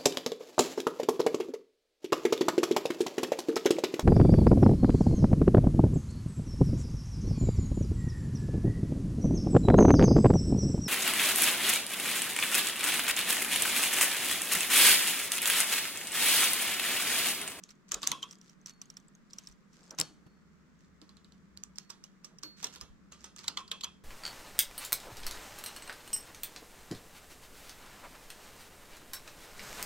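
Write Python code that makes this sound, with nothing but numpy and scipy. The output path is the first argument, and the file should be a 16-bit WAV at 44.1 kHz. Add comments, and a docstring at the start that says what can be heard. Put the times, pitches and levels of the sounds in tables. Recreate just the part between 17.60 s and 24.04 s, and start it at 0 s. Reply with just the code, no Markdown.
"""In a small quiet room, close to a stereo microphone, stitches are moved by hand on a flat-bed
knitting machine. Impacts excite free vibration: the transfer tool clicks against needles, latches flick
over, needles knock against their stops, and the steel bed rings briefly. In between, friction of yarn
and needle shanks makes a hiss, hands brush the knitting and bump the frame, and a low hum fills the room."""
import sys
import numpy as np
from scipy import signal
from scipy.fft import rfft, irfft, next_fast_len
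from scipy.io import wavfile

SR = 44100
rng = np.random.default_rng(int(sys.argv[2]) if len(sys.argv) > 2 else 0)


def persist_wave(psi):
    """Save psi, clipped to +-1, as 16-bit WAV."""
    counts = np.round(np.clip(psi, -1, 1) * 32767).astype(np.int16)
    wavfile.write(sys.argv[1], SR, np.atleast_2d(counts).T)


N = 283915
TIME = np.arange(N) / SR

# spectrum of the room's air noise: f/Hz, gain/dB
AIR_SPECTRUM = [(20, -14.5), (45, -9.5), (70, -16), (105, -20), (150, -1.5), (190, 4), (260, -7),
                (420, -15.5), (780, -25.5), (1200, -17.5), (2000, -22.5), (2900, -32), (7500, -35),
                (9000, -45.5), (16000, -50)]
# partials of the hum: f/Hz, rms level/dB
HUM_PARTIALS = [(193.7, -71.5), (431, -85.5)]
# envelope of a low drone: t/s, level/dB
DRONE_ENVELOPE = [(0, -98), (2.1, -79), (2.8, -72), (4.1, -68), (4.5, -88.5), (5.5, -67), (6.44, -72.5)]
# hands bumping the machine: t/s, level/dB, f/Hz, T60/s
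BUMPS = [(0.335,-54,42.4,.4), (0.495,-46.5,148,0.4), (1.891,-49.5,46,0.15), (2.389,-40.5,155.5,0.24),
         (2.663,-39,166,0.053), (3.418,-53.5,302,0.17), (4.836,-48.5,305,0.21), (5.216,-43,66,0.12),
         (5.296,-43,28.4,0.17)]
# hand and sleeve brushing the knitting: t/s, duration/s, level/dB
BRUSHES = [(.32, 0.084, -53.5), (2.13, 0.3, -70), (2.305, 0.049, -54.5), (2.385, 0.062, -49.5),
           (4.7, 0.058, -69.5), (5.04, 0.047, -59), (5.21, 0.055, -65.5)]
# spectrum of skin on wool: f/Hz, gain/dB
BRUSH_SPECTRUM = [(100, -23), (280, 9.5), (520, 10.5), (850, 5), (1500, 4), (2500, -15.5), (6000, -32),
                  (16000, -53)]
# needles pushed along their slots: t/s, duration/s, level/dB
SLIDES = [(0.078,0.054,-62), (0.278,.03,-63), (0.442,0.1,-65), (0.669,0.088,-64), (0.801,0.16,-71),
          (1.064,0.056,-54.5), (1.679,0.28,-68), (2.093,0.24,-68), (3.18,.11,-78.5), (4.15,.12,-68.5),
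          (4.962,0.069,-57.5), (5.123,0.034,-54), (5.588,0.051,-64), (5.765,0.1,-59.5), (5.986,0.034,-55)]
# spectrum of sliding friction: f/Hz, gain/dB
RUB_SPECTRUM = [(150, -2.5), (400, -9.5), (750, -16.5), (1300, 1.5), (2000, -1), (3500, -2), (6000, 2),
                (7600, -1.5), (8800, -12.5), (13000, -19), (16000, -30)]
# needles slipping off the tool: t/s, level/dB, T60/s
PINGS = [(1.071,-57.5,0.44), (1.215,-71.5,0.6), (2.414,-47.5,0.27), (2.653,-77,0.82), (4.182,-65.5,0.54),
         (4.835,-46,0.4)]
# response of the needle bed: f/Hz, gain/dB
BED_SPECTRUM = [(150, -13), (300, -3.5), (500, -6), (780, -7.5), (1150, 3.5), (1550, -3.5), (1850, -9),
                (3300, -1.5), (4800, -7), (7400, -10), (8800, -14.5), (12400, -14.5), (16000, -26)]
# decay of the bed by band: f/Hz, T60/s
BED_DECAY = [(150, 0.96), (1100, 0.26), (3400, 0.29), (7000, 0.37), (15000, 0.061)]
# latches flicking over: t/s, relative level/dB
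LATCHES = [(0.1057,-54.5), (0.7104,-48), (0.7268,-53.5), (0.8136,-56), (0.896,-57.5), (1.06,-42),
           (1.095,-50.5), (1.2161,-42.5), (1.3013,-47.5), (1.3694,-45.5), (1.7331,-46), (1.785,-42),
           (1.872,-45.5), (2.3082,-44), (4.158,-56), (4.786,-51.5)]
# needles hitting their stops: t/s, relative levels of clack/dB, low modes/dB and bed/dB, contact time/s
KNOCKS = [(0.516, -29.5, -33, -33.5, 0.0011), (0.6263, -35.5, -41, -40.5, 0.0031),
          (5.9717, -34, -35, -35.5, 0.0026), (6.1143, -33.5, -44.5, -34.5, 0.0022),
          (6.2345, -37, -42, -42, 0.003), (6.2424, -34.5, -61, -38, 0.0015)]
# spectrum of a needle on its stop: f/Hz, gain/dB
CLACK_SPECTRUM = [(300, -32.5), (1200, -33), (1900, -12), (2700, -2.5), (3400, 10), (4800, -4.5),
                  (7300, -2.5), (8800, -24.5), (12000, -12), (16000, -100)]
# low and high modes of the knocked bed: f/Hz, relative level/dB, T60/s
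LOW_BED_MODES = [(1070, -8, 0.058), (1096, 23.5, 0.19), (1050, 18.5, 0.1), (1080, -14, 0.23),
                 (1230, 7, 0.26), (1360, -16, 0.15), (1594, 1, .14)]
HIGH_BED_MODES = [(2340, -4.5, 0.091), (2600, -4, 0.25), (2950, -10, 0.15), (3084, 12, 0.041),
                  (3255, -9, 0.42), (3305, 1.5, 0.2), (4000, -22, 0.072), (5706, -13, .2),
                  (7630, -42.5, 0.276)]
# tool striking needles: t/s, f/Hz, relative level/dB, share passed to the bed/dB, contact time/s
CLICKS = [(.0365,5860,-47,-11.5,0.0015), (0.3178,6280,-31,-5,0.0017), (.3418,6600,-32.5,-21,0.0028),
          (0.4185,6130,-48,-1.5,0.001), (.4301,4006,-37,2,0.0014), (.4728,6200,-26,-10,0.00088),
          (2.386,5790,-35,0,.0013), (2.3994,7520,-29.5,-23.5,0.00086), (2.412,5000,-28,-22,.001),
          (3.9735,4496,-47.5,-15.5,0.00099), (4.0367,6070,-42,-18,0.00045), (4.1843,5280,-39.5,-17,0.00043),
          (4.3,5470,-43,-5,0.0047), (4.4392,5460,-48,-9,0.0016), (4.644,5620,-45,-8,0.005),
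          (4.8333,5270,-42,-4,0.0011), (5.028,5500,-46,4,0.0015), (5.0422,5520,-32,-7,0.002),
          (5.0673,3740,-46.5,-28,0.0031), (5.1587,3950,-50.5,2,0.00091), (5.211,5400,-43,-4.5,0.0012),
          (5.5207,6360,-52.5,4.5,0.0022), (5.6416,6040,-46.5,0.5,.0029), (5.763,6200,-49.5,-5,0.00025),
          (5.7893,4760,-49.5,0.5,.0023), (5.8422,3570,-54.5,7,.0011), (5.8794,4120,-29,-10.5,0.0033),
          (6.0773,4270,-53.5,-3,.003), (6.2083,3360,-43.5,-12,0.004)]
# spectrum of a sharp steel contact: f/Hz, gain/dB
CRACK_SPECTRUM = [(200, -5.5), (1000, -10), (2000, 1), (3500, 5), (7500, 7), (9000, -4.5), (12500, -3.5),
                  (15000, -5), (16500, -15.5)]
# where the tool works: t/s, left minus right level/dB, lag of the left side/ms
TOOL_PATH = [(0, -.8, 0), (1.3, -1.3, .01), (2.4, .3, .01), (3.4, -2.5, .05), (4.2, -5.5, .06),
             (5.1, -4, .06), (6.0, -2.5, .045), (6.44, -1.3, .045)]

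CONTACT_S = .005  # impact levels are energy spread over this time
SIDE_DB = -8  # weak side signal: the bed lies in front of both microphones
CUTOFF_HZ = 16300


def from_db(db):
    """Amplitude ratio of a level in decibels."""
    return 10 ** (np.asarray(db) / 20)


def rms_one(x):
    """Normalisation to unit mean power."""
    return x / np.sqrt(np.mean(x ** 2) + 1e-20)


def at_level(x, db):
    """Equal energy: each channel matches a burst of this level lasting CONTACT_S."""
    return x * from_db(db) * np.sqrt(CONTACT_S * SR / (np.sum(x ** 2, axis=-1, keepdims=True) + 1e-20))


def at_hz(points, hz):
    """Interpolation on a logarithmic frequency axis."""
    f, value = np.transpose(points)
    return np.interp(np.log(np.maximum(hz, 1)), np.log(f), value)


def add(out, s, sound):
    """Superposition of a sound from time s."""
    i = max(int(round(s * SR)), 0)
    out[..., i:i + sound.shape[-1]] += sound[..., :N - i]


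def colour(x, spectrum, ripple_db=0, spacing_hz=100):
    """Minimum-phase filtering; random ripple stands for the peaks and gaps of a body's many modes."""
    size = next_fast_len(x.shape[-1] + 2048, real=True)
    hz = np.arange(size // 2 + 1) * SR / size
    ripple = np.interp(hz / spacing_hz, np.arange(1024), rng.standard_normal(1024))
    gain = from_db(at_hz(spectrum, hz) + ripple_db * np.clip(ripple, -2, 2))
    cepstrum = irfft(np.log(gain), size)
    cepstrum[1:size // 2] *= 2  # folding makes the filter causal
    cepstrum[size // 2 + 1:] = 0
    return irfft(rfft(x, size) * np.exp(rfft(cepstrum)), size)[..., :x.shape[-1]]


def resonate(x, hz, *widths_hz):
    """Damped resonators in series, one per bandwidth, each with unit peak gain."""
    for width_hz in widths_hz:
        r = np.exp(-np.pi * width_hz / SR)
        feedback = [1, -2 * r * np.cos(2 * np.pi * hz / SR), r * r]
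        x = signal.lfilter(np.array([1, 0, -1]) * (1 - r * r) / 2, feedback, x + 1e-18)
    return x


def stereo_noise(size, side_db):
    """Partial coherence: a shared noise plus one of opposite sign on the two sides."""
    mid, side = rng.standard_normal((2, size))
    return rms_one(mid + from_db(side_db) * side * [[1], [-1]])


def drift(rate_hz):
    """Slow random modulation of unit rms."""
    knots = rng.standard_normal(8192)
    return rms_one(np.interp(TIME * rate_hz, np.arange(len(knots)), knots))


def strokes(table):
    """Amplitude envelope that rises and falls smoothly in each stroke."""
    envelope = np.zeros(N)
    for s, length_s, db in table:
        add(envelope, s, from_db(db) * signal.windows.tukey(max(int(length_s * SR), 2), .5))
    return envelope


def contact(length_s, side_db, size=1536):
    """Contact chatter of steel on steel: a rough burst that swells and dies within milliseconds."""
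    t = TIME[:size] / max(length_s, 1e-4)
    return stereo_noise(size, side_db) * t * np.exp(-1.7 * t)


def ring(modes, spread_rad, size):
    """Free vibration: a sum of decaying modes whose strengths and phases vary from blow to blow."""
    t, out = TIME[:size], 0
    for hz, db, t60 in modes:
        phase = 2 * np.pi * rng.random() + spread_rad * rng.standard_normal((2, 1))
        envelope = from_db(db + rng.normal(0, 2.3) - 60 * t / t60)
        out = out + envelope * np.sin(2 * np.pi * hz * t + phase)
    return out * (1 - np.exp(-t / 0.00059))


def room_tone(low_db, high_db, split_hz, drone_hz):
    """Ambient noise: steady broadband air, a modulated hum and a narrowband drone that comes and goes."""
    low = signal.sosfilt(signal.butter(2, split_hz, fs=SR, output="sos"), stereo_noise(N, -3.5))
    high = signal.sosfilt(signal.butter(2, split_hz, "high", fs=SR, output="sos"), stereo_noise(N, 0))
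    air = from_db(low_db) * rms_one(colour(low, AIR_SPECTRUM))
    air += from_db(high_db) * rms_one(colour(high, AIR_SPECTRUM))
    hum = sum(from_db(db + 2 * drift(1.7)) * np.sin(2 * np.pi * hz * TIME + .5 * drift(5.8))
              for hz, db in HUM_PARTIALS)
    drone = rms_one(resonate(stereo_noise(N, side_db=-3), drone_hz, 22, 45))
    return air + np.sqrt(2) * hum + from_db(np.interp(TIME, *np.transpose(DRONE_ENVELOPE))) * drone


def bumps(spread_rad, roughness, size=16384):
    """Damped low modes of frame and table thud, reaching the two sides with a phase difference."""
    out, t = np.zeros((2, N)), TIME[:size]
    for s, db, hz, t60 in BUMPS:
        tone = np.sin(2 * np.pi * hz * t + spread_rad * np.array([[.5], [-.5]]))
        rumble = rms_one(resonate(stereo_noise(size, side_db=-3), hz, hz / 2))
        envelope = from_db(db - 60 * t / t60) * (1 - np.exp(-t * hz * 2))
        add(out, s, envelope * (tone + roughness * rumble))
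    return out


def brushes():
    """Soft friction of skin and wool gives a dull rustle."""
    return strokes(BRUSHES) * rms_one(colour(stereo_noise(N, side_db=-12), BRUSH_SPECTRUM))


def slides(grains_per_s, grain_db, hiss_db, idle_db, lead_db, lead_s):
    """Sliding friction is a stream of tiny catches over a soft hiss."""
    # a faint, brief hiss leads into each click, tick and knock
    lead_ins = [(s - 0.78 * lead_s, lead_s, db + lead_db) for s, _, db, *_ in CLICKS]
    lead_ins += [(s - 0.55 * lead_s, lead_s, db + lead_db) for s, db, *_ in LATCHES + KNOCKS]
    # the tool rubs around each click, as hard as it bears on the bed
    rubs = [(s - 0.011, 0.046, db + share_db - 15) for s, _, db, share_db, _ in CLICKS]
    envelope = from_db(idle_db) + strokes(SLIDES + rubs + lead_ins)
    grains = (rng.random(N) < grains_per_s / SR) * from_db(grain_db * np.minimum(rng.exponential(1, N), 3))
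    friction = rms_one(grains * stereo_noise(N, side_db=2))
    friction += from_db(hiss_db) * stereo_noise(N, side_db=-7)
    return envelope * rms_one(colour(friction, RUB_SPECTRUM))


def pings(hz, beat_hz, overtone_ratio, overtone_db):
    """A freed needle, damped by yarn, beats in two close bending modes under a faint higher one."""
    out = np.zeros((2, N))
    for s, db, t60 in PINGS:
        modes = [(hz, 0, t60), (hz + beat_hz, -4, t60 / 2), (hz * overtone_ratio, overtone_db, t60 / 2)]
        add(out, s, from_db(db) * ring(modes, spread_rad=.4, size=32768))
    return out


def bed_ring(early_db, early_s, size=14336):
    """Dense modes of bed and room decay like noise: a quick early fall, then a tail dying band by band."""
    t, tail = TIME[:size], 0
    spectrum = rfft(stereo_noise(size, SIDE_DB))
    hz = np.arange(size // 2 + 1) * SR / size
    centres, decays = np.transpose(BED_DECAY)
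    for weights, t60 in zip(np.eye(len(centres)), decays):
        band = irfft(spectrum * at_hz(np.c_[centres, weights], hz) * (hz > 100))
        tail = tail + band * from_db(-60 * t / t60)
    envelope = (1 + from_db(early_db) * np.exp(-t / early_s)) * (1 - np.exp(-t / 0.0003))
    return colour(tail * envelope, BED_SPECTRUM, ripple_db=3.5, spacing_hz=75)


def bed_clusters(modes, relative_width, size=14336):
    """Mode splitting: the coupled needles turn each mode of the bed into a narrow, beating cluster."""
    t, shake, out = TIME[:size], stereo_noise(size, SIDE_DB), 0
    for hz, db, t60 in modes:
        cluster = rms_one(resonate(shake, hz, relative_width * hz, 3 * relative_width * hz))
        out = out + cluster * from_db(db + rng.normal(0, 0.91) - 60 * t / t60)
    return out


def trembles(from_s, to_s, per_s, hz, db):
    """Loose latches rattle at random while stitches are lifted: rows of t/s, f/Hz, relative level/dB."""
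    moments = np.arange(from_s, to_s, 1 / per_s)
    return [(s + jitter / per_s / 2, hz * np.exp(0.12 * pitch), db + 4.5 * force)
            for s, (jitter, pitch, force) in zip(moments, rng.standard_normal((64, 3)))]


def latches(ring_hz, width_hz, ring_db, upper_hz, upper_db, crack_db, bed_db):
    """Impulse response: a latch snaps shut into a heavily damped ring, then rebounds once, faintly."""
    out, blow = np.zeros((2, N)), signal.unit_impulse(1536)
    # the latches are alike, so their pitch spreads little
    flicks = [(s, ring_hz * np.exp(.03 * rng.standard_normal()), db) for s, db in LATCHES]
    rebounds = [(s + .025 * rng.uniform(.7, 2.1), hz * 1.11, db - 19.5) for s, hz, db in flicks]
    for s, hz, db in flicks + rebounds + trembles(from_s=.8, to_s=2.5, per_s=5.5, hz=6700, db=-66):
        tick = at_level(resonate(blow, hz, width_hz, 0.28 * width_hz), db + ring_db)
        upper = at_level(resonate(blow, upper_hz, width_hz, width_hz), db + upper_db)
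        crack = at_level(colour(contact(0.0043, side_db=0), CRACK_SPECTRUM), db + crack_db)
        add(out, s, tick + upper + crack)
        add(out, s, at_level(bed_ring(early_db=4.5, early_s=0.0041), db + bed_db))
    return out


def knocks(clack_db, low_db, high_db, bed_db, bounce_s, bounce_db):
    """Inelastic impact: a needle butt hits its stop, bounces once and excites the bed's main modes."""
    out = np.zeros((2, N))
    for s, clack_level, low_level, bed_level, length_s in KNOCKS:
        for delay_s, db in [(0, clack_db), (bounce_s, clack_db + bounce_db)]:
            clack = colour(contact(length_s, SIDE_DB), CLACK_SPECTRUM, ripple_db=8, spacing_hz=285)
            add(out, s + delay_s, at_level(clack, clack_level + db))
        add(out, s, at_level(bed_clusters(LOW_BED_MODES, relative_width=0.084), low_level + low_db))
        add(out, s, at_level(bed_clusters(HIGH_BED_MODES, relative_width=0.056), bed_level + high_db))
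        add(out, s, at_level(bed_ring(early_db=0.5, early_s=0.019), bed_level + bed_db))
    return out


def skim(start_s=3.4155, step_s=.0765, hz=4230, db=-56.5, loss_db=1.6, share_db=-2, contact_s=.001):
    """Periodic impacts, each weaker, as the tool skims five needles: rows as in CLICKS."""
    return [(start_s + k * step_s, hz, db - k * loss_db, share_db, contact_s) for k in range(5)]


def catches(per_s=20, hz=5300, share_db=-11, contact_s=.0007):
    """Random impacts as the sliding tool catches on needles: rows as in CLICKS."""
    rows = []
    for s, length_s, db in SLIDES:
        when = rng.random(16)
        pitch, force = np.clip(rng.standard_normal((2, 16)), -2, 2)
        for k in range(min(round(per_s * length_s), len(when))):
            catch_db = db + 1.5 + 1.5 * force[k]
            rows.append((s + when[k] * length_s, hz * np.exp(.2 * pitch[k]), catch_db, share_db, contact_s))
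    return rows


def steel_modes(centre_hz, scatter, t60, count):
    """Each needle has its own thin, high natural modes, scattered round its main ring."""
    pitches = np.minimum(centre_hz * np.exp(scatter * rng.standard_normal(count)), CUTOFF_HZ)
    return [(hz, db, t60) for hz, db in zip(pitches, rng.normal(0, 3, count))]


def clicks(width_hz, ring_db, prong_hz, prong_db, crack_db, crack_growth, bed_db, steel_db):
    """Impact of tool on needle: a crack that grows with force, and resonance of needle, prong and bed."""
    out, hardest_db = np.zeros((2, N)), max(row[2] for row in CLICKS)
    for s, hz, db, share_db, length_s in CLICKS + skim() + catches():
        needle = resonate(contact(length_s, side_db=-8.5), hz, width_hz, 3 * width_hz)
        prong = resonate(contact(length_s, side_db=-7.5), prong_hz, 530, 1500)
        crack = colour(contact(length_s, side_db=-1.5), CRACK_SPECTRUM, ripple_db=2.5, spacing_hz=425.4)
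        steel = ring(steel_modes(1.09 * hz, scatter=0.13, t60=0.15, count=20), spread_rad=1, size=6144)
        add(out, s, at_level(needle, db + ring_db) + at_level(prong, db + prong_db))
        # the harder the tool bears on the bed, the less it cracks and the more the steel rings
        add(out, s, at_level(crack, db + crack_db + crack_growth * (db - hardest_db) - .25 * share_db))
        add(out, s, at_level(steel, db + steel_db + 0.47 * share_db))
        add(out, s, at_level(bed_ring(early_db=2.5, early_s=0.0048), db + share_db + bed_db))
    return out


def place(x):
    """Level and arrival-time differences between the sides follow the work along the bed."""
    s, pan_db, lag_ms = np.transpose(TOOL_PATH)
    pan = np.interp(TIME, s, pan_db)
    lag = np.round(np.interp(TIME, s, lag_ms) * SR / 1000)
    left = np.interp(np.arange(N) - lag, np.arange(N), x[0])
    return np.array([left * from_db(pan / 2), x[1] * from_db(-pan / 2)])


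def scene():
    """Superposition of the handwork and the tone of the room."""
    work = latches(ring_hz=5730, width_hz=1060, ring_db=1.5, upper_hz=7740, upper_db=-11,
                   crack_db=-8, bed_db=-12.5)
    work += clicks(width_hz=700, ring_db=2, prong_hz=7470, prong_db=-5.5,
                   crack_db=-4.5, crack_growth=.25, bed_db=1.42, steel_db=-5)
    work += knocks(clack_db=3.3, low_db=-0.5, high_db=-2, bed_db=-5.1, bounce_s=0.0096, bounce_db=-15.5)
    work += slides(grains_per_s=630, grain_db=4.5, hiss_db=-2, idle_db=-84, lead_db=-20, lead_s=0.0083)
    work += pings(hz=4390, beat_hz=54.65, overtone_ratio=2.69, overtone_db=-15.5)
    work += brushes()
    thuds = bumps(spread_rad=0.89, roughness=0.51)
    room = room_tone(low_db=-61.5, high_db=-74, split_hz=1580, drone_hz=64.75)
    return place(work) + thuds + room


def record(dry):
    """Band limiting: a steep low-pass filter removes the highest treble."""
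    return signal.sosfilt(signal.ellip(10, .2, 70, CUTOFF_HZ, fs=SR, output="sos"), dry)


dry = scene()
out = record(dry)
persist_wave(out)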